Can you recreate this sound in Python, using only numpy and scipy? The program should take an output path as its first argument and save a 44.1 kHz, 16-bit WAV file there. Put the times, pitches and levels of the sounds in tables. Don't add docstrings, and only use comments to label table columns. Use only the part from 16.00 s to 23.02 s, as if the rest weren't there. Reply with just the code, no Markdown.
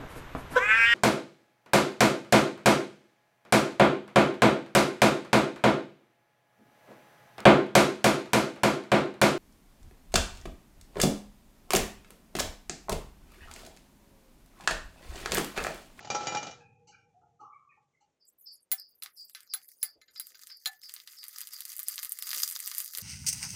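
import sys
import numpy as np
from scipy import signal
from scipy.fft import rfft, irfft
from scipy.io import wavfile
from scipy.ndimage import uniform_filter1d

SR = 44100
rng = np.random.default_rng(int(sys.argv[2]) if len(sys.argv) > 2 else 0)


def dump_mix(stems):
    frames = np.atleast_2d(stems).T
    limited = np.clip(frames, -1, 1)
    pcm = np.round(limited * 32767).astype(np.int16)
    wavfile.write(sys.argv[1], SR, pcm)


N = 309582
RIM_FROM_HZ = 1500


def from_db(db):
    return 10 ** (np.asarray(db) / 20)


def rms_one(x):
    return x / np.sqrt(np.mean(x ** 2) + 1e-20)


def in_time(rows):
    s, *columns = np.transpose(rows)
    return [np.interp(np.arange(N) / SR, s, c) for c in columns]


def at_hz(points, hz):
    point_hz, point_db = np.array(points)[:, 0], np.array(points)[:, 1]
    return np.interp(np.log(hz), np.log(point_hz), point_db)


def drift(rate):
    r = np.exp(-80 * np.pi * rate / SR)
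    white = rng.standard_normal(N // 40 + 2002)
    slow = signal.lfilter([1], [1, -2 * r, r * r], white)[2000:]
    return np.interp(np.arange(N) / 40, np.arange(len(slow)), rms_one(slow))


def ring(clicks, hz, t60):
    r, w = from_db(-60 / (t60 * SR)), 2 * np.pi * hz / SR
    return signal.lfilter([0, np.sin(w)], [1, -2 * r * np.cos(w), r * r], clicks + 1e-18)


def band(x, low, high, order=2):
    edges = [max(low, 10), min(high, .45 * SR)]
    return signal.sosfilt(signal.butter(order, edges, "band", fs=SR, output="sos"), x)


def coloured(spectrum):
    hz = np.maximum(np.arange(N // 2 + 1) * SR / N, 10)
    return rms_one(irfft(rfft(rng.standard_normal(N)) * from_db(at_hz(spectrum, hz)), N))


def dying(length, rise, t60):
    t = np.arange(length) / SR
    return (1 - np.exp(-t / max(rise, 1e-4))) * from_db(-60 * t / max(t60, .003))


def add(out, s, sound):
    i = round(s * SR)
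    out[i:i + len(sound)] += sound[:N - i]


def patches(rows):
    out = np.zeros(N)
    for s, db, hz, width_hz, rise, t60 in rows:
        patch = band(rng.standard_normal(SR), hz - width_hz / 2, hz + width_hz / 2, order=3)
        add(out, s, from_db(db) * rms_one(patch) * dying(SR, rise, t60))
    return out


def bursts(rows, snap_db, snap_t60, spray_db):
    out, length = np.zeros(N), SR // 5
    # (low [Hz], high [Hz], factor on every t60)
    layers = [(1166, 2260, 1.84), (2700, 5790, 0.8), (7900, 15200, 0.83)]
    white = rng.standard_normal((len(rows), length))
    white[:, 0] = 5
    noises = [rms_one(band(white, low, high, order=3)) for low, high, share in layers]
    for k, (s, db, *colour_db, t60) in enumerate(rows):
        for noise, rel_db, (low, high, share) in zip(noises, colour_db, layers):
            snap = from_db(snap_db) * dying(length, .0001, snap_t60 * share)
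            spray = from_db(spray_db) * dying(length, 0.0049, t60 * share)
            add(out, s, from_db(db + rel_db) * noise[k] * (snap + spray))
    return out


def bowl():
    # (time [s], level [dB], bottom ring [dB against it], rim ring [dB against it])
    knocks = [(.004, -35.5, -18.5, -25), (0.027, -38, -19.5, -19.5), (0.047, -29.5, -19.5, -20.5),
              (0.073, -35.5, -17, -18.5), (.102, -18, -19.5, -14.5), (.148, -18, -9, -20),
              (.208, -29.5, -6, -28), (0.23, -35, -19.5, -11), (0.27, -16.5, -16.5, -16),
              (.323, -26.5, -6.5, -29.5), (.348, -17.5, -14, -23), (.371, -36.5, -19.5, 3),
              (0.429, -24.5, -25, -12.5), (.468, -25, -29, -17.5), (.511, -48.5, -34, 7)]
    # (pitch [Hz], relative level [dB], t60 before settling [s])
    bowl_modes = [(517, -15.5, 1.0), (807, -3.5, 0.081), (834, 4.5, 0.27), (900, -9.5, 0.07),
                  (987, -8, .15), (1142, -5.5, 0.16), (1330, -8, 0.89), (1339, -3, 1), (1754, -20.5, 1),
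                  (1884, -10.5, 0.21), (2026, -14.5, 0.33), (2386, 0, .35), (2860, -14.5, .13),
                  (2924, -4, 0.25), (2990, -9, .13), (3233, -15, 0.13), (3670, -20.5, 0.24),
                  (3820, -12.5, 0.12), (3890, -9.5, .25), (4320, -15, 0.14), (4747, -6.5, 0.15),
                  (4850, -14, 0.29), (5560, -7, 0.16), (5720, -5.5, 0.22), (6220, -6, .067),
                  (6370, 0, 0.11), (6830, -10, 0.23), (6900, -11, .25), (7040, -12, 0.26)]
    # (pitch [Hz], relative level per Hz [dB])
    rattle_spectrum = [(41, -45.5), (70, -15), (641, -11.5), (816, -5), (1060, -23), (1350, -12),
                       (1620, -21.5), (6490, -21.5), (8600, -33), (11200, -66.5), (18900, -120)]
    # (time [s], level [dB])
    tumble_curve = [(0, -62), (.09, -59), (.12, -42), (.4, -45.5), (.52, -51.5), (.62, -66), (.7, -86),
                    (.85, -105)]
    settle_s, settle_db_per_s, flutter_db = 0.37, -56, 3.0

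    s, db, bottom_db, rim_db = np.transpose(knocks)
    at, ringing = np.round(s * SR).astype(int), np.zeros(SR * 2)
    uneven_db = rng.normal(0, 4.1, (len(at), len(bowl_modes)))
    for k, (hz, level_db, t60) in enumerate(bowl_modes):
        part_db = rim_db if hz > RIM_FROM_HZ else bottom_db
        clicks = np.zeros(len(ringing))
        clicks[at] = from_db(db + part_db + level_db - 5.5 + uneven_db[:, k])
        flutter = from_db(flutter_db * drift(18)[:len(ringing)])
        ringing += ring(clicks, hz, t60) * flutter
    settling_s = np.maximum(np.arange(len(ringing)) / SR - settle_s, 0)
    ringing *= from_db(settle_db_per_s * settling_s)

    crack = np.zeros(N)
    for start, knock_db in zip(s, db):
        sharp = from_db(knock_db - 9.5) * dying(SR // 4, 0.0024, 0.011)
        tail = from_db(knock_db - 15.5) * dying(SR // 4, .001, 0.087)
        add(crack, start, sharp + tail)
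    rattle = coloured(rattle_spectrum) * (crack + from_db(in_time(tumble_curve)[0]))
    return np.pad(ringing, (0, N - len(ringing))) + rattle


def aftermath():
    # (time [s], bottom level [dB], rim level [dB])
    nudge_rows = [(.6, -62, -87), (0.87, -63, -63), (1.211, -60.5, -90.5), (1.399, -51.5, -77.5),
                  (1.764, -71, -95), (2.001, -70.5, -78)]
    # (centre [Hz], width [Hz], relative level [dB], t60 [s])
    soft_ring = [(387, 230, -10.5, 0.32), (829, 74, 5.5, .3), (1327, 180, -13, 0.28), (2300, 280, -7, .25),
                 (2870, 260, -3, 0.45), (4330, 260, 6, 0.081), (4520, 900, 0, 0.36),
                 (5560, 190, -5.5, 0.57), (6060, 530, 3, 0.27), (6550, 140, -6.5, 0.4),
                 (7500, 1100, 3, 0.19)]
    # (time [s], level [dB], pitch [Hz], rise [s], t60 [s])
    tones = [(.5, -62.5, 475, 0.014, 2.1), (0.599, -60.5, 2500, .01, 0.55), (.6, -64, 1620, .01, .3),
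             (0.621, -68, 814, 0.028, 3.1), (0.911, -60.5, 1353, 0.028, 0.37),
             (.915, -53, 1550, 0.021, 0.27), (0.921, -59.5, 2370, 0.016, 0.41), (1.135, -64, 725, .01, 0.9),
             (1.388, -48, 1267, 0.051, 0.59), (1.401, -37.5, 1155, 0.18, 0.59),
             (1.411, -58, 1063, 0.069, 0.85), (1.52, -63, 2240, .012, 0.34),
             (1.688, -61, 2460, 0.013, 0.31), (1.7, -64.5, 2240, .01, 0.26),
             (1.709, -64, 1856, 0.013, 0.22), (1.93, -68.5, 2103, 0.011, 0.26)]
    nudge_rise_s = 0.0098
    tone_width_share = 0.068

    uneven_db = rng.normal(0, 1.8, (len(nudge_rows), len(soft_ring)))
    rows = []
    for (s, bottom_db, rim_db), chance_db in zip(nudge_rows, uneven_db):
        for (hz, width_hz, db, t60), more_db in zip(soft_ring, chance_db):
            part_db = rim_db if hz > RIM_FROM_HZ else bottom_db
            rows.append((s, part_db + db + more_db, hz, width_hz, nudge_rise_s, t60))
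    for s, db, hz, rise, t60 in tones:
        rows.append((s, db, hz, tone_width_share * hz, rise, t60))
    return patches(rows)


def drops():
    # (time [s], level [dB], low, middle and top band [dB against it],
    # t60 of the splash before the band factors [s])
    drop_rows = [(2.716, -14.5, -28, -15, -6, 0.17), (2.723, -21.5, -54, -36, -2.5, 0.037),
                 (3.023, -18, -31.5, -19, -22, 0.27), (3.349, -28, -19.5, -9, -17.5, 0.27),
                 (3.537, -12, -29, -19.5, -16, 0.14), (3.829, -9, -32.5, -23.5, -12, 0.13),
                 (4.015, -45.5, -15, -4, -15.5, 0.048), (4.082, -49.5, -13.5, -2.5, -27, 0.34),
                 (4.159, -46.5, -8.5, 0, -23, 0.063), (4.198, -17, -32.5, -24, -11.5, 0.12),
                 (4.346, -40.5, -18.5, -7.5, -17, 0.21), (4.5, -43, -11.5, -4.5, -15, 0.3),
                 (4.658, -13.5, -21, -11.5, -13, 0.097)]
    # (pitch [Hz], relative level [dB], t60 [s])
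    pot_modes = [(1276, -8.5, 0.1), (1553, -3, 0.065), (1744, -13, 0.23), (2080, 1.5, 0.068),
                 (3454, -18.5, 0.13), (4045, 5.5, 0.02), (4780, -5, 0.046), (6920, -9, 0.04),
                 (9250, -29.5, 0.073), (11045, 4, 0.02), (15200, 0, 0.046)]

    out = bursts(drop_rows, snap_db=-0.5, snap_t60=0.0094, spray_db=-14.0)
    uneven_db = rng.normal(0, 3.3, (len(drop_rows), len(pot_modes)))
    slosh = from_db(-19) * dying(SR // 4, 0.00014, 0.071)
    for (s, db, *colour_db, _), chance_db in zip(drop_rows, uneven_db):
        for (hz, level_db, t60), more_db in zip(pot_modes, chance_db):
            part_db = colour_db[int(hz > 2500) + int(hz > 7000)]
            gain = from_db(db + part_db + level_db + more_db - 7)
            push = slosh * rng.standard_normal(len(slosh))
            add(out, s, gain * ring(push, hz, t60))
    return out


def plops():
    # (time [s], level [dB])
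    plop_rows = [(2.72, -51.5), (3.03, -62), (3.545, -59), (3.84, -61.5), (4.662, -43.5)]
    hz, width_hz, rise_s, t60_s = 772, 80, .006, 0.19
    return patches([(s, db, hz, width_hz, rise_s, t60_s) for s, db in plop_rows])


def pops():
    # (time [s], level [dB], middle band [dB against it])
    pop_rows = [(2.7984, -35.5, -31), (3.035, -23, -9), (3.0607, -41.5, 10), (3.2971, -37.5, -8),
                (3.4056, -37.5, -6), (3.6888, -37.5, -9.5), (4.2695, -30.5, -15), (4.471, -31.5, -8),
                (4.674, -23, -3.5), (4.895, -34.5, 1), (4.9395, -23, -12.5), (4.964, -37, 5.5),
                (5.001, -47, 12.5), (5.0752, -33.5, 3.5), (5.2315, -37.5, 5), (5.24, -28, -4.5),
                (5.2829, -25, -15), (5.3847, -24.5, -10.5), (5.4147, -23.5, -4.5), (5.4722, -26, -9),
                (5.5346, -24.5, -12), (5.6059, -22, -8.5), (5.653, -24, -8.5), (5.688, -35, -22),
                (5.7298, -30, -15), (5.7659, -23.5, -27), (5.782, -25.5, -17), (5.793, -18.5, -13),
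                (5.7997, -23.5, -13.5), (5.831, -22, -24), (5.8843, -12, -18.5), (5.9207, -27, -30),
                (5.958, -22.5, -26), (5.9801, -28, 4.5), (5.9979, -30, -8), (6.0302, -22.5, -5.5),
                (6.0332, -20.5, -16), (6.0482, -21.5, -9.5), (6.0551, -25, -8), (6.0942, -23, -34),
                (6.121, -15.5, -19), (6.1886, -20.5, -14), (6.2243, -18, -9.5), (6.2701, -24.5, -5.5),
                (6.292, -20.5, -9), (6.3144, -21, -3), (6.3312, -19.5, -4), (6.3485, -22.5, 0),
                (6.3665, -23, -8), (6.3818, -19.5, -4), (6.4012, -22, -6), (6.421, -19, -11),
                (6.4409, -20.5, -11), (6.4777, -19.5, -11.5), (6.5116, -20, -14), (6.4998, -22, -15),
                (6.5913, -23, -18), (6.603, -21, -17), (6.645, -29, -28), (6.6754, -17, -13),
                (6.715, -26, -1), (6.7488, -20, -11.5), (6.7821, -12.5, -16), (6.803, -15.5, -11.5),
                (6.8176, -26, -16), (6.8456, -21, -32), (6.936, -29, -7), (6.9501, -24.5, -2.5),
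                (6.9738, -19, -7), (6.9846, -19, -7.5)]
    top_db, t60_s = -2, 0.065
    under_middle_db = -12.5 + 2.5 * rng.standard_normal(len(pop_rows))
    rows = [(s, db, middle_db + under_db, middle_db, top_db, t60_s)
            for (s, db, middle_db), under_db in zip(pop_rows, under_middle_db)]
    return bursts(rows, snap_db=-2, snap_t60=0.0036, spray_db=-14)


def frying():
    # (time [s], bright relative level [dB], lower relative level [dB])
    frying_curve = [(2.15, -115, -115), (2.2, -83.5, -95), (2.99, -72, -100), (3.46, -68.5, -74.5),
                    (3.77, -63.5, -76), (3.96, -69.5, -79.5), (4.32, -58.5, -65), (4.63, -62.5, -70),
                    (5.3, -54.5, -61.5), (6.2, -49.5, -58), (6.4, -37.5, -53.5), (6.58, -46, -53.5),
                    (7.02, -46.5, -62)]
    # (pitch [Hz], relative level [dB])
    sizzle_spectrum = [(530, -57), (900, -43), (1260, -4), (4200, -3), (4740, -2), (5820, -3.5),
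                       (9880, -10), (14900, -6), (16000, -8)]
    # (pitch [Hz], level [dB], t60 [s])
    cavity_modes = [(1276, -38.5, 0.042), (2142, -32, 0.011), (4985, -27, 0.01)]

    bright_db, lower_db = in_time(frying_curve)
    sizes = from_db(5.0 * np.minimum(rng.exponential(1, N), 4))
    chance = 260 * from_db(4 * drift(15)) / SR
    clicks = sizes * (rng.random(N) < chance)
    edges = 850 * 2 ** np.arange(0, 4.6, .5)
    reach_db = rng.normal(0, 5.0, (2, N))
    white, together, out = rng.standard_normal((2, N)), drift(12), 0
    snap_decay, spray_decay = from_db(-60 / (.0025 * SR)), from_db(-60 / (.03 * SR))
    for k, (low, high) in enumerate(zip(edges, edges[1:])):
        hz = np.sqrt(low * high)
        tilt = from_db(reach_db[0] * np.log2(hz / 5000) / 2 + reach_db[1] * (-1) ** (k // 2))
        snap = signal.lfilter([1], [1, -snap_decay], clicks * tilt)
        spray = from_db(-16) * signal.lfilter([1], [1, -spray_decay], clicks * tilt)
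        flicker = from_db(2.3 * together + 2.5 * drift(18) - 7.5)
        level_db = lower_db if hz < 4200 else bright_db
        grainy = band((rms_one(snap + spray) + flicker) * white[k % 2], low, high)
        out = out + from_db(at_hz(sizzle_spectrum, hz) + level_db) * grainy
    sizzle = from_db(8.0) * out + pops()
    return sizzle + sum(from_db(db) * ring(sizzle, hz, t60) for hz, db, t60 in cavity_modes)


def wisps():
    # (time [s], level before the flicker [dB], centre [Hz], t60 [s])
    wisp_rows = [(2.25, -56, 10900, 0.28), (2.375, -53.5, 12400, 0.37), (2.511, -53, 11200, 0.24),
                 (2.6, -55, 9500, 0.16), (2.86, -62.5, 12400, 1), (3.1, -60, 12800, 0.4),
                 (3.149, -58.5, 10800, 0.96), (3.275, -49, 6050, 0.14), (3.401, -69, 12000, .19),
                 (3.618, -60, 12500, 1), (3.689, -49, 6900, 0.13), (3.89, -62.5, 9700, .14)]
    width_hz, rise_s, patchy_db = 7900, 0.021, 6
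    fizz = patches([(s, db, hz, width_hz, rise_s, t60) for s, db, hz, t60 in wisp_rows])
    edges = np.geomspace(2500, 17000, num=12)
    return sum(band(fizz, low, high) * from_db(patchy_db * drift(35)) for low, high in zip(edges, edges[1:]))


def bird():
    chirp_times = [2.454, 2.773, 3.162, 3.487, 3.812, 4.15, 4.487, 4.823, 5.164, 5.51, 5.857, 6.201]
    # (time [s], level before the band-pass [dB])
    first_chirp = (2.192, -74)
    start_db, fade_db_per_s = -55, -.5

    out, t = np.zeros(N), np.arange(round(.06 * SR)) / SR
    wobble_hz = 270 * np.sin(2 * np.pi * 250 * t) * np.exp(-t / .05)
    glide_hz = 4780 + 650 * np.exp(-t / .008) + wobble_hz
    call = np.sin(2 * np.pi * np.cumsum(glide_hz) / SR) * dying(len(t), .001, .3)
    call *= 1 + .7 * np.sign(np.sin(2 * np.pi * 240 * t))
    later = [(s, start_db + fade_db_per_s * (s - chirp_times[0])) for s in chirp_times]
    for s, db in [first_chirp] + later:
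        echoes = rng.standard_normal(SR // 3) * dying(SR // 3, 0.00045, 0.24)
        add(out, s, from_db(db) * rms_one(signal.fftconvolve(call, echoes)))
    return band(out, 4250, 5230, order=3)


def thumps():
    # (time [s], level [dB], t60 [s])
    thump_rows = [(3.955, -61, 0.18), (4.3, -70, 0.21), (6.36, -47, 0.063), (6.8, -59.5, 0.072),
                  (6.97, -55, 0.25)]
    # (centre [Hz], width [Hz], relative level [dB])
    parts = [(470, 340, 0), (59.5, 87, -9.5)]
    return patches([(s, db + part_db, hz, width_hz, 0.011, t60)
                    for s, db, t60 in thump_rows for hz, width_hz, part_db in parts])


def rumble():
    # (time [s], level [dB])
    rumble_curve = [(0.0, -64.5), (0.12, -57), (2.13, -89.5), (2.17, -120)]
    # (pitch [Hz], relative level per Hz [dB])
    rumble_spectrum = [(15, -50.5), (25, -21), (38, -28), (81, -3), (130, 5.5), (356, -20.5), (400, -9.5),
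                       (520, -37), (880, -120)]
    return from_db(in_time(rumble_curve)[0]) * coloured(rumble_spectrum)


def faint_hiss():
    return from_db(-94.5) * rms_one(band(rng.standard_normal(N), 5500, 7500))


def noise_floor():
    # (pitch [Hz], relative level per Hz [dB])
    floor_spectrum = [(15, -51.5), (25, -19), (530, -11.5), (786, -20), (3280, -26.5), (4860, -31),
                      (6860, -29.5), (9000, -36.5), (11700, -46), (19800, -120)]
    return from_db(-85 + 2.0 * drift(14)) * coloured(floor_spectrum)


def suppress(x, gate_db):
    spectra = signal.stft(x, nperseg=512, noverlap=384)[2]
    power = uniform_filter1d(np.abs(spectra) ** 2, size=9, axis=0)
    power = uniform_filter1d(power, size=5, axis=1)
    lagging = signal.lfilter([.25], [1, -.75], power, axis=1)
    power = np.maximum(power, lagging)
    above = power / (from_db(gate_db) ** 2 / 256)
    gain = np.clip(1 - 1 / above, from_db(-34), 1) ** 0.57
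    return signal.istft(spectra * gain, nperseg=512, noverlap=384)[1][:N]


def scene():
    scene_change_s, dull_cut_hz = 2.15, 9330
    mic_peak_hz, mic_peak_db = 14200, -5.5

    clatter = suppress(band(bowl() + aftermath(), 90, 17000), gate_db=-79)
    dull_filter = signal.cheby2(10, 60, dull_cut_hz, fs=SR, output="sos")
    dull = signal.sosfilt(dull_filter, clatter + rumble() + faint_hiss())
    dull = dull * (np.arange(N) < scene_change_s * SR)

    oil = drops() + plops() + frying() + wisps()
    lift = band(oil, mic_peak_hz - 3000, mic_peak_hz + 3000, order=1)
    oil = oil + from_db(mic_peak_db) * lift
    bright = suppress(band(oil + bird(), 440, 23000, order=3), gate_db=-63.5)
    return (dull + bright + thumps() + noise_floor())[None]


def record(dry):
    return signal.sosfilt(signal.cheby2(12, 70, 16700, fs=SR, output="sos"), dry)


dry = scene()
out = record(dry)
dump_mix(out)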